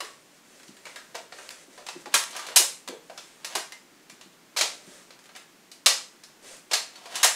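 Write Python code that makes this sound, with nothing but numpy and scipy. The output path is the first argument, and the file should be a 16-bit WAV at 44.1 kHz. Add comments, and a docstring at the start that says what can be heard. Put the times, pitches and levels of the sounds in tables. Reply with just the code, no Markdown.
"""Loud plastic clacks, light ticks, scrapes and soft bumps are heard in a kitchen, over quiet room tone.
A child handles a foam-dart revolver: the slide, latch, cylinder and plunger slam, and loose parts tick.
Each blow is a short burst of chattering noise that rings the hollow shell and the part that is struck.
Scrapes and brushing are uneven noise; bumps ring one dull tone; the phone's case clicks without echo.
Hard walls give every sound of the blaster and hands a short bright tail."""
import sys
import numpy as np
from scipy import signal
from scipy.fft import rfft, irfft
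from scipy.io import wavfile
from scipy.ndimage import uniform_filter1d

SR = 44100
rng = np.random.default_rng(int(sys.argv[2]) if len(sys.argv) > 2 else 0)


def file_out(sig):
    """Save sig as 16-bit WAV at sys.argv[1]."""
    # one column per channel
    cols = np.atleast_2d(sig).T
    # limit, then scale
    lim = np.clip(cols, -1, 1)
    pcm = np.round(lim * 32767).astype(np.int16)
    wavfile.write(sys.argv[1], SR, pcm)


N = 324135  # length in samples

# Thump, body, knock, crack and fizz bands of a blow. Each row: low edge in Hz, high edge in Hz.
BLOW_BANDS = [(150, 450), (450, 900), (900, 2800), (2800, 7000), (7000, 15000)]
# Slide, latch, cylinder and plunger slamming home.
# Each row: start in seconds, relative level in dB, tilt in dB per octave, chatter in seconds, own ring in Hz.
HARD_HITS = [(2.1399, -17.5, 1.2, 0.0076, 1320), (2.5596, -14, 3.5, 0.014, 560),
             (3.4456, -35, -0.2, 0.0043, 2800), (3.5516, -26, -0.64, 0.0052, 1030),
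             (4.5636, -33, -3, 0.0058, 4600), (4.5696, -29, -0.3, 0.0066, 4670),
             (4.5861, -28, -1.1, 0.0048, 4580), (4.6098, -23, -1.6, 0.0048, 4650),
             (5.8600, -16, 0, 0.0091, 5130), (6.7120, -30, -3.3, 0.009, 4180),
             (6.7329, -23, -0.5, 0.0078, 4300), (7.1549, -31.5, 0.8, 0.0026, 2880),
             (7.2304, -17, 1, 0.0078, 1325), (7.2436, -18, 1.5, 0.0056, 720)]
# Ticks of loose parts, trigger and cylinder catch.
# Each row: start in seconds, relative level in dB, tilt in dB per octave, own ring in Hz.
LIGHT_HITS = [(0.0041, -38, 0.6, 1108), (0.0451, -50.5, 0.5, 2480), (0.6791, -60.5, 3, 4375),
              (0.8531, -48, -0.2, 2270), (0.8665, -49.5, -1.5, 2060), (0.9591, -46, 0.5, 1640),
              (1.1451, -47.5, -2.9, 630), (1.1511, -40, -0.4, 663), (1.3221, -50, -3.5, 4300),
              (1.3851, -50.5, -0.6, 1315), (1.5041, -47.5, 3.3, 1360), (1.7771, -50, -2, 594),
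              (1.8651, -45, 1.2, 2700), (1.8861, -41, 0.1, 2650), (2.0571, -46, -2.5, 826),
              (2.3071, -49.5, 4, 815), (2.3505, -46, -1.5, 1480), (2.3641, -39.5, 2.8, 980),
              (2.3931, -44.5, 1, 1200), (2.4661, -45, 3, 1070), (2.4851, -45, -1.4, 990),
              (2.5171, -55, -4, 1400), (2.8760, -40.5, 0.6, 504), (3.0971, -51.5, -3.5, 650),
              (3.1761, -45.5, 0.4, 3480), (3.7215, -48, 1.5, 2080), (4.0971, -52, 2.5, 2350),
              (4.2111, -53, 0.8, 3100), (5.1051, -55.5, -1.5, 4000), (5.2911, -57.5, -1.8, 1090),
              (5.3511, -53, -1.5, 3515), (5.3611, -49.5, 2.8, 1665), (5.7151, -54.5, 4.5, 4740),
              (6.2351, -54, 2.5, 5300), (6.5651, -62.5, 5.5, 8565), (6.9561, -54, 1, 4440),
              (7.0561, -48, -1, 670)]
# Soft bumps of hands, grip and feet. Each row: start in seconds, relative peak in dB, pitch in Hz.
THUDS = [(0.02, -37, 337), (0.684, -35, 205), (1.676, -41.5, 290), (1.951, -31, 264), (2.064, -35.5, 312),
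         (2.141, -33.5, 197), (2.59, -23.5, 453), (3.553, -31.5, 336), (4.611, -32, 348),
         (7.234, -38.5, 270), (2.883, -29, 335), (2.919, -29, 430), (4.114, -41, 216), (4.254, -40.5, 221),
         (4.873, -38.5, 204)]
# Resonances of the plastic shell. Each row: pitch in Hz, width in Hz.
SHELL_MODES = [(520, 56), (980, 89), (1370, 28), (1580, 55), (2300, 40), (2900, 47), (4120, 320),
               (4330, 18), (5220, 190), (5780, 26), (6440, 340), (7430, 790), (8280, 41), (9810, 21)]
# Tone colour of plastic. Each row: frequency in Hz, relative level in dB.
PLASTIC_COLOUR = [(29, -70), (50, -55), (262, -11.5), (434, -1), (501, -1.5), (652, -0.5), (1050, -2.5),
                  (1160, -1), (1590, -2), (1700, 0.5), (2330, 1), (3180, 1), (5140, 2), (10100, -2),
                  (15500, -17.5)]
# The slide and its catches scraping along their rails, one list of points for each stroke.
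# Each point: time in seconds, relative level in dB.
SLIDE_STROKES = [
    [(2.120, -56), (2.140, -28)],
    [(2.26, -68), (2.34, -42.5), (2.55, -47)],
    [(3.40, -64), (3.446, -52)],
    [(3.49, -46), (3.55, -46)],
    [(6.698, -71), (6.714, -31.5)],
    [(6.89, -55.5), (7.09, -51), (7.16, -33), (7.23, -45)],
]
# Tone colour of the scraping. Each row: frequency in Hz, relative level in dB.
SCRAPE_COLOUR = [(88, -34), (150, -20.5), (346, -2.5), (509, -2.5), (583, 0), (668, 4), (2500, -3.5),
                 (2860, 1), (4650, -4.5), (9180, -11), (15500, -28)]
# Hands and shirt brushing the blaster. Each row: start in seconds, length in seconds, relative level in dB.
HAND_STROKES = [(0.04, 0.35, -58), (0.434, 0.86, -61.5), (1.302, 0.34, -55.5), (1.696, 0.33, -56),
                (3.01, 0.44, -59), (4.704, 0.34, -56.5), (6.422, 0.14, -52)]
# Tone colour of the brushing. Each row: frequency in Hz, relative level in dB.
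BRUSH_COLOUR = [(59, -9), (100, -33), (146, -33), (326, -0.5), (394, -5), (576, 2.5), (861, -10.5),
                (1960, -4.5), (2870, -8.5), (8770, -6.5), (15500, -32)]
# Echo of the kitchen. Each row: frequency in Hz, seconds to fade by 60 dB.
KITCHEN_FADES = [(200, 0.13), (550, 0.36), (1400, 0.37), (4000, 0.34), (8000, 0.35), (14000, 0.25)]
# Tone colour of the room tone. Each row: frequency in Hz, relative level in dB.
ROOM_COLOUR = [(30, -17), (80, -28), (115, -12), (160, -3), (250, -1.5), (350, -1), (500, -7), (900, -8),
               (2000, -9.5), (4000, -13.5), (7000, -14.5), (11000, -21), (15500, -24.6)]
# Balance of a hard and of a light blow. Each entry: relative level in dB of one blow band, lowest first.
HARD_BALANCE = [-35, -13, -7, -3, -5]
LIGHT_BALANCE = [-22.5, -5, 0, 0, -6.5]
# Darts and cylinder rattling while the blaster is moved.
# Each row: start in seconds, end in seconds, lowest relative level in dB.
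RATTLES = [(0.543, 0.8, -60.5), (5.139, 5.3, -63)]
# Fingers clicking on the phone's case. Each row: start in seconds, peak in dB, centre in Hz.
CASE_CLICKS = [(1.491, -25, 2190), (2.2385, -20, 4500), (2.8870, -21, 3000), (3.7217, -28.5, 2800)]

# the blaster keeps moving, so its sound meets the walls along several different paths
PATHS = 6
TOP_HZ = 15600  # the phone passes little above this
ROOM_DB = -56.5
# strength of the shell's modes and of the struck part's own ring, against the bare tick (dB)
SHELL_DB, HARD_RING_DB, LIGHT_RING_DB = 0, -4, 7
# a sharper contact tilts the bands about this pitch; bands near the own ring, in octaves, stand out
TILT_PIVOT_HZ, RING_SPAN_OCT = 3130, 0.75
RING_LIFT_DB = 6
LIGHT_CHATTER_S = 0.0027
RATTLE_SCATTER_DB = 3
# a brushing stroke peaks after this share of its length; it starts and ends this far under its peak
BRUSH_PEAK_SHARE, BRUSH_EDGE_DB = 0.14, 2


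def undb(db):
    """Turn decibels into gain."""
    return 10 ** (np.asarray(db) / 20)


def unit(x):
    """Scale a sound to an rms of 1."""
    return x / np.sqrt(np.mean(x ** 2))


def fade(t, t60):
    """Exponential decay that loses 60 dB in t60 seconds."""
    return np.exp(-np.log(1000) * t / t60)


def on_log_axis(hz, points):
    """Read (Hz, value) points at any frequency, along a logarithmic pitch scale."""
    f, value = np.transpose(points)
    return np.interp(np.log(np.maximum(hz, 1)), np.log(f), value)


def colour(x, points, size=4096):
    """Filter with the gain of (Hz, dB) points, never sounding before its input."""
    gain = undb(on_log_axis(np.fft.rfftfreq(size, 1 / SR), points))
    # folding the cepstrum puts the filter's response after time zero
    cepstrum = irfft(np.log(gain))
    cepstrum[1:size // 2] *= 2
    cepstrum[size // 2 + 1:] = 0
    response = irfft(np.exp(rfft(cepstrum)))
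    return signal.fftconvolve(x, response)[:len(x)]


def add(track, s, sound):
    """Mix a sound into a track at time s."""
    start = max(int(s * SR), 0)
    track[start:start + len(sound)] += sound[:N - start]


def walk(rate):
    """Slow random wandering with an rms of 1, from `rate` new values a second."""
    k = int(SR / rate)
    steps = np.repeat(rng.standard_normal(N // k + 1), k)
    smooth = uniform_filter1d(uniform_filter1d(steps, k), k)
    return unit(smooth[:N])


def grains(count, spread_db):
    """Dense tiny contacts, a few of them much harder than the rest."""
    force = undb(spread_db * rng.standard_normal(count))
    return unit(rng.standard_normal(count) * force)


def resonance(t, hz, width_hz):
    """A struck resonance: a decaying tone, with gain near 1 at its centre."""
    decay = np.exp(-np.pi * width_hz * t)
    return 2 * np.pi * width_hz / SR * decay * np.cos(2 * np.pi * hz * t)


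def shell_response(modes, own_hz, own_db, own_width_hz=26, own_q=110):
    """One contact: a sharp tick, the shell's modes as this spot excites them, and the part's own ring."""
    t = np.arange(modes.shape[1]) / SR
    shell = undb(SHELL_DB) * rng.uniform(0, 0.89, len(modes)) @ modes
    own = undb(own_db) * resonance(t, own_hz, own_width_hz + own_hz / own_q)
    tick = signal.unit_impulse(len(t))
    return colour(tick + shell + own, PLASTIC_COLOUR)


def band_levels(balance, db, tilt_db, own_hz):
    """Level of each band of a blow from its strength, its sharpness and the part that is struck."""
    centre_hz = np.sqrt(np.prod(BLOW_BANDS, axis=1))
    near_ring = np.exp(-(np.log2(centre_hz / own_hz) / RING_SPAN_OCT) ** 2)
    tilt = tilt_db * np.log2(centre_hz / TILT_PIVOT_HZ)
    return db + np.array(balance) + tilt + RING_LIFT_DB * near_ring


def blow(response, band_db, chatter_s, settle_t60, spread_db, rise_s=0.00039, shortest_s=0.013):
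    """Two parts meet, chatter and settle; filtering then brings each band towards its wanted level."""
    size = len(response)
    t, hz = np.arange(size) / SR, np.fft.rfftfreq(size, 1 / SR)
    contact = (1 - np.exp(-t / rise_s)) * fade(np.maximum(t - chatter_s, 0), settle_t60)
    sound = signal.fftconvolve(contact * grains(size, spread_db), response)[:size]
    # power per frequency while the contact lasts
    power = 2 * np.abs(rfft(sound)) ** 2 / size / (max(chatter_s, shortest_s) * SR)
    tint = []
    for (lo, hi), db in zip(BLOW_BANDS, band_db):
        present_db = 10 * np.log10(power[(hz >= lo) & (hz < hi)].sum())
        tint.append((np.sqrt(lo * hi), db - present_db))
    return colour(sound, tint)


def blows(hits, balance, own_db, settle_t60, spread_db, count, size=6000):
    """Play a list of blows, each touching at `count` spots that sound along different room paths."""
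    out, t = np.zeros((PATHS, N)), np.arange(size) / SR
    modes = np.array([resonance(t, hz, width) for hz, width in SHELL_MODES])
    for s, db, tilt_db, chatter_s, own_hz in hits:
        band_db = band_levels(balance, db, tilt_db, own_hz)
        for path in rng.permutation(PATHS)[:count]:
            response = shell_response(modes, own_hz, own_db)
            add(out[path], s, blow(response, band_db, chatter_s, settle_t60, spread_db))
    return out / np.sqrt(count)


def rubbing(strokes, spectrum, gain_db, spread_db, uneven_db, slip_rate, edge_size=900):
    """Friction: tiny slips that come in uneven spurts while a stroke lasts."""
    t, pressure = np.arange(N) / SR, np.zeros(N)
    for stroke in strokes:
        s, db = np.transpose(stroke)
        pressure += undb(np.interp(t, s, db)) * (t >= s[0]) * (t <= s[-1])
    spurts = undb(uneven_db * walk(slip_rate))
    slips = colour(grains(N, spread_db) * spurts, spectrum)
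    # smoothing softens the start and end of each stroke
    return undb(gain_db) * uniform_filter1d(pressure, edge_size) * unit(slips)


def room_tone():
    """The quiet rumble and hiss of the house: coloured noise swelling very slightly."""
    noise = unit(colour(rng.standard_normal(N), ROOM_COLOUR))
    return undb(ROOM_DB + .5 * walk(3.5)) * noise


def light_hits(tilt_db=2.2, ring_hz=1500, ring_spread_oct=0.55, count=3):
    """List the distinct ticks, plus a few faint ones scattered over each spell of rattling."""
    hits = list(LIGHT_HITS)
    for start, end, db in RATTLES:
        for k, (when, force, part) in enumerate(rng.random((count, 3))):
            s = start + (end - start) * (k + when) / count
            own_hz = ring_hz * 2 ** (ring_spread_oct * part)
            hits.append((s, db + RATTLE_SCATTER_DB * force, tilt_db, own_hz))
    return [(s, db, tilt, LIGHT_CHATTER_S, hz) for s, db, tilt, hz in hits]


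def light_ticks():
    """Loose parts touch with short chatter, and their own ring is strong."""
    return blows(light_hits(), LIGHT_BALANCE, LIGHT_RING_DB, settle_t60=0.046, spread_db=4, count=2)


def bumps(gain_db=-6, scuff_t60=0.056, push_s=0.012, q=2.2, size=6000):
    """A soft, scuffing push excites one low, well damped resonance."""
    out, t = np.zeros(N), np.arange(size) / SR
    push = (1 - np.exp(-t / push_s)) * fade(t, scuff_t60)
    for s, db, hz in THUDS:
        body = resonance(t, hz, hz / q)
        thud = signal.fftconvolve(push * rng.standard_normal(size), body)[:size]
        # the soft contact passes little rumble or treble
        soft_band = signal.butter(4, [hz / 2, hz * 2], "band", fs=SR, output="sos")
        thud = signal.sosfilt(soft_band, thud)
        add(out, s, undb(db + gain_db) * thud / np.abs(thud).max())
    return out


def hands_brushing():
    """Hands and shirt rub the blaster: each stroke swells quickly, then eases off."""
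    strokes = []
    for s, length, db in HAND_STROKES:
        edge_db = db - BRUSH_EDGE_DB
        peak_s = s + BRUSH_PEAK_SHARE * length
        strokes.append([(s, edge_db), (peak_s, db), (s + length, edge_db)])
    return rubbing(strokes, BRUSH_COLOUR, gain_db=1, spread_db=5.5, uneven_db=3.8, slip_rate=12)


def case_clicks(t60=0.01, q=1.0, size=1000):
    """A tiny snap through one broad resonance of the phone's case."""
    out, t = np.zeros(N), np.arange(size) / SR
    for s, db, hz in CASE_CLICKS:
        snap = fade(t, t60) * rng.standard_normal(size)
        click = signal.lfilter(*signal.iirpeak(hz, q, fs=SR), snap)
        add(out, s, undb(db) * click / np.abs(click).max())
    return out


def slide_scraping():
    """The slide and its catches rub along their rails in rapid, rough slips."""
    return rubbing(SLIDE_STROKES, SCRAPE_COLOUR, gain_db=-2, spread_db=7.5, uneven_db=1.5, slip_rate=81)


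def hard_slams():
    """Moving parts slam home at several spots, so the shell and the struck part ring."""
    return blows(HARD_HITS, HARD_BALANCE, HARD_RING_DB, settle_t60=0.044, spread_db=2, count=4)


def kitchen(paths, wet_db, first_s=0.0015, build_s=0.001, spread_db=4, size=24000):
    """Direct sound plus, for each path, its own dense wall echoes, fading at a rate set by pitch."""
    t, hz = np.arange(size) / SR, np.fft.rfftfreq(size, 1 / SR)
    echoes, tails = rfft([grains(size, spread_db) for _ in paths]), 0
    # overlapping bands share the echoes, and each fades at its own rate
    for (_, t60), pick in zip(KITCHEN_FADES, np.eye(len(KITCHEN_FADES))):
        share = on_log_axis(hz, [(f, p) for (f, _), p in zip(KITCHEN_FADES, pick)])
        tails = tails + irfft(echoes * share) * fade(t, t60)
    tails *= 1 - np.exp(-np.maximum(t - first_s, 0) / build_s)
    tails /= np.linalg.norm(tails, axis=1, keepdims=True)
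    wet = signal.oaconvolve(paths, tails, axes=1)[:, :N]
    return (paths + undb(wet_db) * wet).sum(axis=0)


def scene():
    """Blaster and hands sound in the kitchen, over its room tone."""
    paths = light_ticks() + hard_slams()
    paths[-1] += bumps()
    paths[1] += hands_brushing()
    paths[0] += slide_scraping()
    # the case clicks are too close for the room to answer
    mix = room_tone() + case_clicks() + kitchen(paths, wet_db=-0.5)
    return mix[None]


def record(dry):
    """The phone flattens peaks beyond full scale and cuts the top treble."""
    treble_cut = signal.ellip(10, .2, 80, TOP_HZ, fs=SR, output="sos")
    return signal.sosfilt(treble_cut, np.clip(dry, -1, 1))


dry = scene()
out = record(dry)
file_out(out)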